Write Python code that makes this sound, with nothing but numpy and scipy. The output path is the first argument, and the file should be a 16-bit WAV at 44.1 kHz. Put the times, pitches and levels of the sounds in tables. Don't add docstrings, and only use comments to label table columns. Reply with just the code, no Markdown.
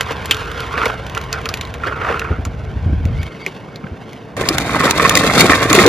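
import sys
import numpy as np
from scipy import signal
from scipy.fft import rfft, irfft, next_fast_len
from scipy.io import wavfile
from scipy.ndimage import uniform_filter1d

SR = 44100
rng = np.random.default_rng(int(sys.argv[2]) if len(sys.argv) > 2 else 0)


def transcribe(signal):
    frames = np.atleast_2d(signal).T
    limited = np.clip(frames, -1, 1)
    pcm = np.round(limited * 32767).astype(np.int16)
    wavfile.write(sys.argv[1], SR, pcm)


N = 259660
TIME = np.arange(N) / SR
SIZE = next_fast_len(N + 16000)
CLOSE_S = 4.366

# time in seconds, level in dB.
STREET_ROLL = [(0, -28.5), (0.7, -32.5), (1.05, -34), (1.6, -33), (1.78, -35.5), (2.35, -40.5),
               (2.62, -39.5), (3.3, -40.5), (4.35, -45)]
# time in seconds, level in dB.
DRIVEWAY_ROLL = [(4.37, -24.5), (4.68, -25), (4.95, -29), (5.25, -18), (5.46, -18), (5.58, -35),
                 (5.69, -22), (5.87, -14)]
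# time at its height in seconds,
# length in seconds, grinding level in dB, grit relative to the grinding in dB.
SKIDS_AND_SAND = [(0.11, 0.027, -22.5, -8), (0.39, 0.13, -29.5, -3.5), (0.61, 0.12, -29, -5),
                  (0.83, 0.12, -20, -9), (1.18, 0.084, -30.5, -12), (1.358, 0.06, -28.5, -11),
                  (1.878, 0.044, -21, -13.5), (2.1, 0.12, -19, -17), (1.96, 0.07, -29.5, -36),
                  (2.303, 0.094, -27.5, -21), (3.24, 0.15, -42, 0.5), (3.49, 0.13, -46.5, 7),
                  (4.12, 0.17, -54.5, 8), (4.587, 0.029, -22, -8.5), (4.76, 0.062, -16, -15.5),
                  (4.856, 0.078, -10.5, -11.5), (5.027, 0.12, -14.5, -8), (5.175, 0.063, -15, -6.5),
                  (5.403, 0.045, -7.5, -4.5), (5.526, 0.048, -7.5, -9), (5.621, 0.053, -12, -11.5),
                  (5.787, 0.14, -13, -5.5)]
# time in seconds, level in dB.
SQUEAK_LEVEL = [(2.9, -56), (3.12, -45.5), (3.3, -39), (3.46, -43), (3.62, -51), (3.8, -59)]
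# start in seconds, peak in dB, pitch in Hz,
# time to ring down by 60 dB in seconds.
WALL_JOLTS = [(0.739, -12.5, 1090, 0.05), (0.777, -11.5, 1750, 0.039), (0.816, -7, 1310, 0.032),
              (0.833, -9, 1390, 0.05), (0.858, -13, 1250, 0.038), (0.898, -13, 1000, 0.038),
              (1.169, -15, 1470, 0.058), (1.334, -16.5, 1440, 0.13), (1.38, -20, 1400, 0.065),
              (1.459, -18, 1400, 0.053), (1.49, -18, 1240, .025), (1.835, -10.5, 1340, 0.045),
              (1.923, -15, 1330, 0.041), (2.013, -12, 1350, 0.047), (2.046, -12.5, 1330, 0.056),
              (2.087, -9, 1330, 0.049), (2.143, -12.5, 1400, 0.022), (2.216, -13.5, 1500, 0.03),
              (2.245, -17, 1320, 0.087), (2.452, -22.5, 1310, 0.067), (3.839, -28, 1350, 0.028),
              (3.867, -27, 1600, 0.021), (4.693, -10, 1140, 0.022), (4.746, -5.5, 1130, 0.03),
              (4.806, -9, 1360, 0.03), (4.8362, -10, 1240, 0.019), (4.868, -7, 1140, 0.022),
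              (4.996, -1, 1080, 0.046), (5.049, 1.5, 1130, 0.045), (5.064, -6, 2580, 0.023),
              (5.105, -7.5, 1170, 0.1), (5.237, -9, 1800, 0.02), (5.297, -10, 2050, 0.054),
              (5.456, -10, 1080, 0.034), (5.495, -1, 2040, 0.025), (5.5189, -1, 1810, 0.022),
              (5.532, -1, 1850, 0.026), (5.71, -7.5, 1160, 0.11), (5.731, -5, 1150, 0.026),
              (5.7869, 0, 2160, 0.052)]
# start in seconds, peak in dB,
# pitch in Hz, time to ring down by 60 dB in seconds.
CAVITY_THUMPS = [(0.106, -17, 450, 0.058), (0.861, -12, 480, 0.034), (2.1, -16.5, 471, 0.076),
                 (3.466, -20.5, 377, 0.08), (3.837, -18.5, 189, 0.075), (4.411, -13, 460, 0.02),
                 (4.506, -11.5, 332, 0.029), (4.856, -6.5, 222, 0.024), (5.023, -11, 474, .035),
                 (5.172, -11, 305, 0.048), (5.242, -5.5, 434, 0.029), (5.368, -5.5, 443, 0.033),
                 (5.392, -8, 406, 0.038), (5.422, -9, 390, 0.041), (5.441, -4.5, 362, 0.073),
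                 (5.496, -5.5, 295, 0.041), (5.654, -8.5, 267, 0.032), (5.707, -11, 314.4, 0.13),
                 (5.745, -2, 414, 0.035), (5.777, -0.5, 357, 0.11), (5.852, 4.5, 458, 0.054),
                 (5.873, 0, 428, 0.07)]
# start in seconds, peak in dB,
# # pitch in Hz, lift of that pitch in dB.
CRACKS_AND_KNOCK = [(0.0084, -4.5, 1750, 9.5), (0.257, -17.5, 2700, -8), (0.3102, 3.5, 3060, 12.5),
                    (0.345, -15.5, 3900, 4), (0.604, -19, 3260, 9), (0.856, -9.5, 2250, 15),
                    (1.097, -24, 3500, 7), (1.149, -17, 2600, 9), (1.176, -15.5, 2680, 12.5),
                    (1.3277, -10, 4830, 11), (1.4562, -12.5, 3130, 8), (1.4893, -12.5, 4640, 8),
                    (1.5396, -10.5, 3500, 5), (1.611, -13.5, 3500, 6), (1.651, -25, 4000, 10),
                    (1.74, -21, 2500, 1), (2.1943, -14, 2660, 9), (2.451, -19, 7500, 12),
                    (3.053, -24.5, 2200, 3), (3.23, -20.5, 2150, 9), (3.463, -8, 2200, 15.5),
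                    (3.7584, -24.5, 4460, 13), (4.131, -30.5, 2160, 10), (4.4877, 1, 4920, 16),
                    (4.5825, -6, 2800, 10), (4.909, -1.5, 3970, 7), (5.0945, 1, 2290, 4),
                    (5.153, 2, 4900, 11.5), (5.1727, 2, 2020, 13), (5.406, 4.5, 4540, 18.5),
                    (5.408, 6, 2360, 12), (5.7291, 0.5, 7000, 5), (5.75, 0, 2700, 11), (5.863, -3, 4070, 7)]
# time in seconds, level in dB.
BREEZE_LEVEL = [(0, -30.5), (2.2, -29.5), (2.75, -24), (2.9, -18.5), (3.2, -17.5), (3.3, -33.5), (4.3, -34),
                (4.4, -31), (5.88, -27.5)]
# start in seconds,
# peak in dB, time for the ring to fall by 60 dB in seconds.
LOW_THUMPS = [(2.302, -6, 0.041), (2.381, -11.5, 0.037), (2.459, -11, 0.051), (2.693, -17, 0.042),
              (2.754, -11.5, 0.03), (2.855, -6, 0.047), (2.888, -7.5, 0.028), (2.92, -5, 0.031),
              (2.996, -10, 0.027), (3.05, -5.5, 0.038), (3.105, -17.5, 0.033), (3.195, -19.5, 0.053),
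              (3.912, -15.5, 0.033), (5.487, -10, 0.043)]

# frequency in Hz, strength in dB per Hz.
FAR_WHEEL_COLOUR = [(88, -46), (150, -22), (388, -6), (471, -3.5), (736, -4.5), (1340, -7), (1660, -4.5),
                    (2650, -15.5), (5030, -27), (6860, -32), (8330, -35), (11100, -40.5), (15500, -53)]
# frequency in Hz, strength in dB per Hz.
NEAR_WHEEL_COLOUR = [(55, -35), (95, 14), (150, 4.5), (460, -3), (700, -4), (900, -7.5), (1080, -5),
                     (1560, -8), (2030, -10.5), (2990, -15), (3740, -17.5), (5400, -23), (6890, -24),
                     (13200, -32.5), (15600, -51)]
# frequency in Hz, width in Hz, lift in dB.
FAR_SHELL_MODES = [(450, 55, 10.5), (1054, 190, 8), (1380, 115, 4.5), (1510, 110, 3), (2200, 150, 2.5),
                   (2760, 560, 3.5), (3430, 660, 2.5)]
# frequency in Hz, width in Hz, lift in dB.
NEAR_SHELL_MODES = [(303, 61, 4), (461, 28, 5), (1086, 68, 7.5), (1270, 44, 4), (1808, 79, 7),
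                    (2040, 150, 5.5), (2370, 85, 3.5), (2930, 160, -5.5), (3640, 96, 3.5), (4290, 90, 2.5),
                    (4880, 130, 6.5)]
# frequency in Hz, strength in dB per Hz.
KNOCK_COLOUR = [(40, -42), (150, -18.5), (450, -7.5), (800, -13.5), (1200, -3), (1650, -6), (2500, -8),
                (3400, -25.5), (9000, -37.5), (15000, -50)]
# frequency in Hz, strength in dB per Hz.
SNAP_COLOUR = [(60, -31), (300, -4), (1200, -4), (2500, 3.5), (4800, -6), (7000, -4), (8500, -11.5),
               (12500, -12.5), (16000, -24)]
# frequency in Hz, strength in dB per Hz.
BREEZE_COLOUR = [(15, -61), (25, -24), (49, -4), (72, 2), (132, -4.5), (222, -20), (300, -27), (390, -52),
                 (660, -120)]
# frequency in Hz, strength in dB per Hz.
HUSH_COLOUR = [(41, -44), (70, -25.5), (126, 1.5), (647, -10.5), (1040, -19), (4460, -38.5), (5220, -39),
               (12300, -54), (15000, -66)]

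# frequency in Hz, lead in radians before its limit.
FAR_PORT_LEAD = [(100, 32), (1000, -1.5), (1900, 0.47), (3100, 0.46), (4900, -0.12), (5800, -1), (6700, -1),
                 (8400, -3), (10000, -5), (12000, -5.5), (15000, -9)]
# frequency in Hz, lead in radians before its limit.
NEAR_PORT_LEAD = [(100, -0.3), (2200, 0.46), (3200, 2.5), (4500, -1.55), (7000, -2.5), (10000, -4),
                  (11200, -2), (14000, 3)]
# frequency in Hz, difference in dB.
FAR_PORT_BALANCE = [(100, 0.5), (1000, -1), (1500, -5), (2000, -2), (4000, 0), (15000, 0)]
# frequency in Hz, difference in dB.
NEAR_PORT_BALANCE = [(100, -0.5), (1100, -0.5), (2000, -5), (2650, -7), (3300, 8), (3900, 11), (5300, 1),
                     (7000, 11), (9600, -2), (14000, 0.5)]
# frequency in Hz, level in dB.
FAR_PORT_SCATTER = [(100, -14), (600, -13.5), (1600, -7.5), (2300, -22), (5000, -28), (15000, -22)]
# frequency in Hz, level in dB.
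NEAR_PORT_SCATTER = [(100, -44), (350, -17), (900, -14.5), (2000, -9.5), (3000, -7.5), (9000, -0.5),
                     (12000, 4)]

SWELL_RISE_SHARE, SWELL_EDGE = 0.5, 1.52
SKID_ROAR_DB = -5
PEBBLES_PER_S, PEBBLE_DB, PEBBLE_SPREAD_DB = 10, 4.5, 5.5
PEBBLE_HZ, PEBBLE_LIFT_DB = 3250, 4.5
GRAVEL_END_S = 2.3
HUSH_DB = -36


def rolling(gains, colour, modes, contacts_per_s, spread_db, chatter_db, grit_per_s, grit_spread_db,
            grit_chatter_db):
    boom, grind, grit = gains
    slip = 0.33 * drift(170) + 0.96 * drift(60)
    contacts = grains(contacts_per_s, spread_db) * from_db(chatter_db * slip)
    shell = body(contacts, colour, modes)
    sand_contacts = grains(grit_per_s, grit_spread_db) * from_db(grit_chatter_db * slip)
    sand = body(sand_contacts, colour, modes)
    cavity = steady(band(shell, 147.4, 758, order=3))
    wall = steady(band(shell, 706, 2970, order=3))
    crunch = steady(band(sand, 3040, 20600, order=3))
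    return boom * cavity + grind * wall + grit * crunch


def effort(curve, stretch, boom_db, boom_follows, skid_boom_db, grit_db, grit_follows):
    roll_db, = in_time(curve)
    mean_db = np.mean([db for _, db in curve])
    swing_db = roll_db - mean_db
    skid, sand = skids_and_sand(*stretch)
    plain_boom = from_db(mean_db + boom_db + boom_follows * swing_db) ** 2
    boom = plain_boom + from_db(skid_boom_db) ** 2 * skid
    grind = from_db(roll_db) ** 2 + from_db(SKID_ROAR_DB) ** 2 * skid
    grit = from_db(mean_db + grit_db + grit_follows * swing_db) ** 2 + sand
    return np.sqrt([boom, grind, grit])


def skids_and_sand(start_s, end_s):
    grind, grit = np.zeros((2, N))
    for s, length_s, level_db, sand_db in SKIDS_AND_SAND:
        if start_s <= s < end_s:
            before = (s - TIME) / SWELL_RISE_SHARE
            after = (TIME - s) / (1 - SWELL_RISE_SHARE)
            away = np.maximum(before, after) / length_s
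            power = from_db(level_db) ** 2 * np.exp(-np.minimum(away, 10) ** SWELL_EDGE)
            grind += power
            grit += power * from_db(sand_db) ** 2
    return grind, grit


def scrape(stretch, level_db, slips_per_s, spread_db, hz, width_hz, lift_db, judder_db):
    power, _ = skids_and_sand(*stretch)
    runs = from_db(judder_db * np.tanh(drift(220)))
    slips = body(grains(slips_per_s, spread_db) * runs, KNOCK_COLOUR, [(hz, width_hz, lift_db)])
    return from_db(level_db) * np.sqrt(power) * steady(slips, span_s=0.026)


def squeak(hz, width_hz, wander, upper_hz, upper_db, catches_per_s, catch_db):
    bend = 1 + wander * drift(catches_per_s)
    fitful = from_db(catch_db * np.tanh(2 * drift(catches_per_s)))
    voices = []
    for pitch_hz in (hz, upper_hz):
        phase = 2 * np.pi * np.cumsum(pitch_hz * bend) / SR
        voices.append(drift(width_hz) * np.sin(phase))
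    lower, upper = voices
    song = fitful * (lower + from_db(upper_db) * upper)
    return from_db(in_time(SQUEAK_LEVEL)[0]) * song / rms(song)


def rattle(gain, level_db, knocks_per_s, spread_db, low_hz, high_hz, cycles, count=96):
    out = np.zeros((2, N))
    chance = rng.random((count, 3))
    starts = CLOSE_S + np.cumsum(2 * chance[:, 0]) / knocks_per_s
    for s, (_, weakness, place) in zip(starts, chance):
        hz = low_hz * (high_hz / low_hz) ** place
        knock = burst(cycles / hz, tail_db=-30, tail_t60=.05)
        knock = body(knock, KNOCK_COLOUR, [(hz, 0.2 * hz, 18)])
        if s < TIME[-1]:
            add(out, s, from_db(level_db - spread_db * weakness) * unit_peak(knock))
    return gain * out


def minor_modes(width_hz, spread_db, count=90):
    return [(hz, width_hz, spread_db * rng.standard_normal()) for hz in rng.uniform(1506, 12100, count)]


def jolts():
    out = np.zeros((2, N))
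    for s, peak_db, hz, ring_s in WALL_JOLTS:
        modes = FAR_SHELL_MODES if s < CLOSE_S else NEAR_SHELL_MODES
        knock = burst(ring_s, tail_db=-27, tail_t60=0.12)
        knock = body(knock, KNOCK_COLOUR, modes + [(hz, 0.19 * hz, 9)])
        add(out, s, from_db(peak_db) * unit_peak(knock))
    return out


def thumps(attack_s, rattle_db):
    out = np.zeros((2, N))
    t = TIME[:SR // 6]
    for s, peak_db, hz, ring_s in CAVITY_THUMPS:
        swell = (1 - np.exp(-t / attack_s)) ** 2 * from_db(-60 * t / ring_s)
        noise = band(rng.standard_normal((2, len(t))), 0.39 * hz, 1.28 * hz)
        ring = np.sin(2 * np.pi * hz * t) + from_db(rattle_db) * noise / rms(noise)
        add(out, s, from_db(peak_db) * ring * swell / swell.max())
    return out


def cracks_and_knock():
    out = np.zeros((2, N))
    for s, peak_db, hz, lift_db in CRACKS_AND_KNOCK + pebbles():
        if s < CLOSE_S:
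            snap = burst(0.0079, tail_db=-17.5, tail_t60=0.065)
            modes = [(hz, 0.33 * hz, lift_db), (4200, 1500, 2.5), (11500, 5000, -1.5)]
        else:
            snap = burst(0.011, tail_db=-26, tail_t60=0.061)
            modes = [(hz, 0.16 * hz, lift_db), (2400, 2000, -3), (7000, 1500, 2), (11500, 5000, 4)]
        add(out, s, from_db(peak_db) * unit_peak(body(snap, SNAP_COLOUR, modes)))
    return out


def pebbles(count=32):
    chance = rng.uniform(-1, 1, (count, 3))
    starts = np.cumsum(1 + chance[:, 0]) / PEBBLES_PER_S
    roll_db = np.interp(starts, *np.transpose(STREET_ROLL))
    peak_db = roll_db + PEBBLE_DB + PEBBLE_SPREAD_DB * chance[:, 1]
    hz = PEBBLE_HZ * 2 ** (0.22 * chance[:, 2])
    return [(*row, PEBBLE_LIFT_DB) for row in zip(starts, peak_db, hz) if row[0] < GRAVEL_END_S]


def wind_and_low_thumps(apart_db, thump_hz, flutter_db):
    strength_db, = in_time(BREEZE_LEVEL)
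    shared, apart = steady(body(rng.standard_normal((2, N)), BREEZE_COLOUR), span_s=0.079)
    flow = shared + from_db(apart_db) * np.array([apart, -apart])
    depth = np.clip((strength_db + 34.5) / 4, 0, 1)
    small_eddies = band(flow, 100, 540, order=4)
    out = (depth * flow + (1 - depth) * small_eddies) * from_db(strength_db)
    t = TIME[:SR // 6]
    for s, peak_db, ring_t60 in LOW_THUMPS:
        swing = np.sin(2 * np.pi * thump_hz * np.exp(rng.normal(0, 0.021)) * t)
        flutter = band(rng.standard_normal((1, len(t))), 106, 283)
        thump = swing + from_db(flutter_db) * flutter / rms(flutter)
        thump = t ** 2 * from_db(-60 * t / ring_t60) * thump
        add(out, s, from_db(peak_db) * thump / np.abs(thump).max())
    return out


def distant_hush():
    air = band(body(rng.standard_normal((2, N)), HUSH_COLOUR), 87, 16000)
    return air * from_db(HUSH_DB) / rms(air)


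def ground_bounce(x, gain, delay_s, sway):
    at = np.arange(N)
    lag = SR * delay_s * np.exp(sway * drift(9))
    echo = np.array([np.interp(at - lag, at, row) for row in x])
    return (x + gain * echo) / np.sqrt(1 + gain ** 2)


def ports(x, phase, balance, scatter):
    hz = np.fft.rfftfreq(SIZE, 1 / SR)
    side = np.array([[.5], [-.5]])
    direct, scattered = rfft(x, SIZE)
    wet = from_db(at_hz(scatter, hz))
    reach = (hz / 1400) ** 1.2
    lead = np.clip(at_hz(phase, hz), -reach, reach)
    shading = from_db(side * at_hz(balance, hz))
    path = np.exp(1j * side * lead) * shading / np.sqrt(1 + wet ** 2)
    return irfft((direct + 2 * side * wet * scattered) * path, SIZE)[:, :N]


def grains(per_s, spread_db):
    born = rng.random((2, N)) < per_s / SR
    count = born.sum()
    sign = rng.choice([-1, 1], 2 * N)[:count]
    strength = np.minimum(rng.exponential(1, 2 * N)[:count], 5)
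    out = np.zeros((2, N))
    out[born] = sign * from_db(spread_db * strength)
    return out


def burst(t60, tail_db, tail_t60, size=4096):
    t = TIME[:size]
    swell = 1 - np.exp(-t / 0.00055)
    fading = from_db(-60 * t / t60) + from_db(tail_db - 60 * t / tail_t60)
    return rng.standard_normal((2, size)) * swell * fading


def body(x, colour, modes=(), size=8192):
    hz = np.fft.rfftfreq(size, 1 / SR)
    db = at_hz(colour, hz) + sum(lift / (1 + (2 * (hz - f) / width) ** 2) for f, width, lift in modes)
    cepstrum = irfft(np.log(from_db(db)))
    cepstrum[1:size // 2] *= 2
    cepstrum[size // 2 + 1:] = 0
    ring = irfft(np.exp(rfft(cepstrum)))
    return signal.oaconvolve(x, ring[None], axes=1)[:, :x.shape[1]]


def steady(x, span_s=0.075):
    power = uniform_filter1d(x ** 2, int(span_s * SR))
    return x / np.sqrt(power + 1e-6 * np.mean(x ** 2))


def unit_peak(x, span_s=0.0018):
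    return x / np.sqrt(2 * uniform_filter1d(x[0] ** 2, int(span_s * SR)).max())


def add(track, s, sound):
    start = max(int(s * SR), 0)
    track[:, start:start + sound.shape[1]] += sound[:, :N - start]


def drift(rate):
    knots = np.arange(0, 7, 1 / rate)
    return np.interp(TIME, knots, rng.standard_normal(4096)[:len(knots)])


def band(x, low_hz, high_hz, order=2):
    edges = [low_hz, min(high_hz, .47 * SR)]
    return signal.sosfilt(signal.butter(order, edges, "band", fs=SR, output="sos"), x)


def in_time(rows):
    s, *columns = np.transpose(rows)
    return [np.interp(TIME, s, c) for c in columns]


def at_hz(points, hz):
    f, value = np.transpose(points)
    return np.interp(np.log(hz + 1), np.log(f), value)


def from_db(db):
    return 10 ** (np.asarray(db) / 20)


def rms(x):
    return np.sqrt(np.mean(x ** 2) + 1e-20)


def scene():
    close = np.clip((TIME - CLOSE_S) / 0.00088, 0, 1)
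    street_span, driveway_span = (0, CLOSE_S), (CLOSE_S, N / SR)
    air = distant_hush()
    frame = minor_modes(width_hz=64, spread_db=2.16)
    coasting = effort(STREET_ROLL, street_span, boom_db=1.0, boom_follows=0.55, skid_boom_db=-2.0,
                      grit_db=-9.0, grit_follows=1.12)
    turning = effort(DRIVEWAY_ROLL, driveway_span, boom_db=3.0, boom_follows=0.88, skid_boom_db=-4.0,
                     grit_db=-5.5, grit_follows=1.28)

    far = rolling(coasting, FAR_WHEEL_COLOUR, FAR_SHELL_MODES + frame, contacts_per_s=2500, spread_db=2.0,
                  chatter_db=2.0, grit_per_s=5000, grit_spread_db=3.5, grit_chatter_db=3.0)
    far += squeak(hz=2190, width_hz=200, wander=0.0218, upper_hz=4620, upper_db=-15.5,
                  catches_per_s=45, catch_db=7)
    far += scrape(street_span, level_db=-1.9, slips_per_s=750, spread_db=0.0, hz=1350, width_hz=370,
                  lift_db=12, judder_db=5)

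    near = rolling(turning, NEAR_WHEEL_COLOUR, NEAR_SHELL_MODES + frame, contacts_per_s=1100, spread_db=2.0,
                   chatter_db=1.5, grit_per_s=1700, grit_spread_db=3.5, grit_chatter_db=4.5)
    near += scrape(driveway_span, level_db=-8.0, slips_per_s=300, spread_db=2.0, hz=1140, width_hz=400,
                   lift_db=7, judder_db=8)
    near += rattle(turning[1], level_db=7.5, knocks_per_s=50, spread_db=7, low_hz=653, high_hz=2360,
                   cycles=10.6)

    far = ground_bounce(far, gain=0.39, delay_s=0.001074, sway=0.38)
    near = ground_bounce(near, gain=0.35, delay_s=0.00172, sway=0.257)
    breeze_and_thumps = wind_and_low_thumps(apart_db=-17, thump_hz=80.6, flutter_db=-10.5)
    common = air + jolts() + thumps(attack_s=0.0018, rattle_db=-6.5) + cracks_and_knock()
    street = ports((far + common) * (1 - close), FAR_PORT_LEAD, FAR_PORT_BALANCE, FAR_PORT_SCATTER)
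    driveway = ports((near + common) * close, NEAR_PORT_LEAD, NEAR_PORT_BALANCE, NEAR_PORT_SCATTER)
    return street + driveway + breeze_and_thumps


def record(dry):
    limited = dry / (1 + dry ** 8) ** (1 / 8)
    thinned = signal.sosfilt(signal.butter(2, 28, "high", fs=SR, output="sos"), limited)
    return signal.sosfilt(signal.cheby2(14, 60, 16600, fs=SR, output="sos"), thinned)


dry = scene()
out = record(dry)
transcribe(out)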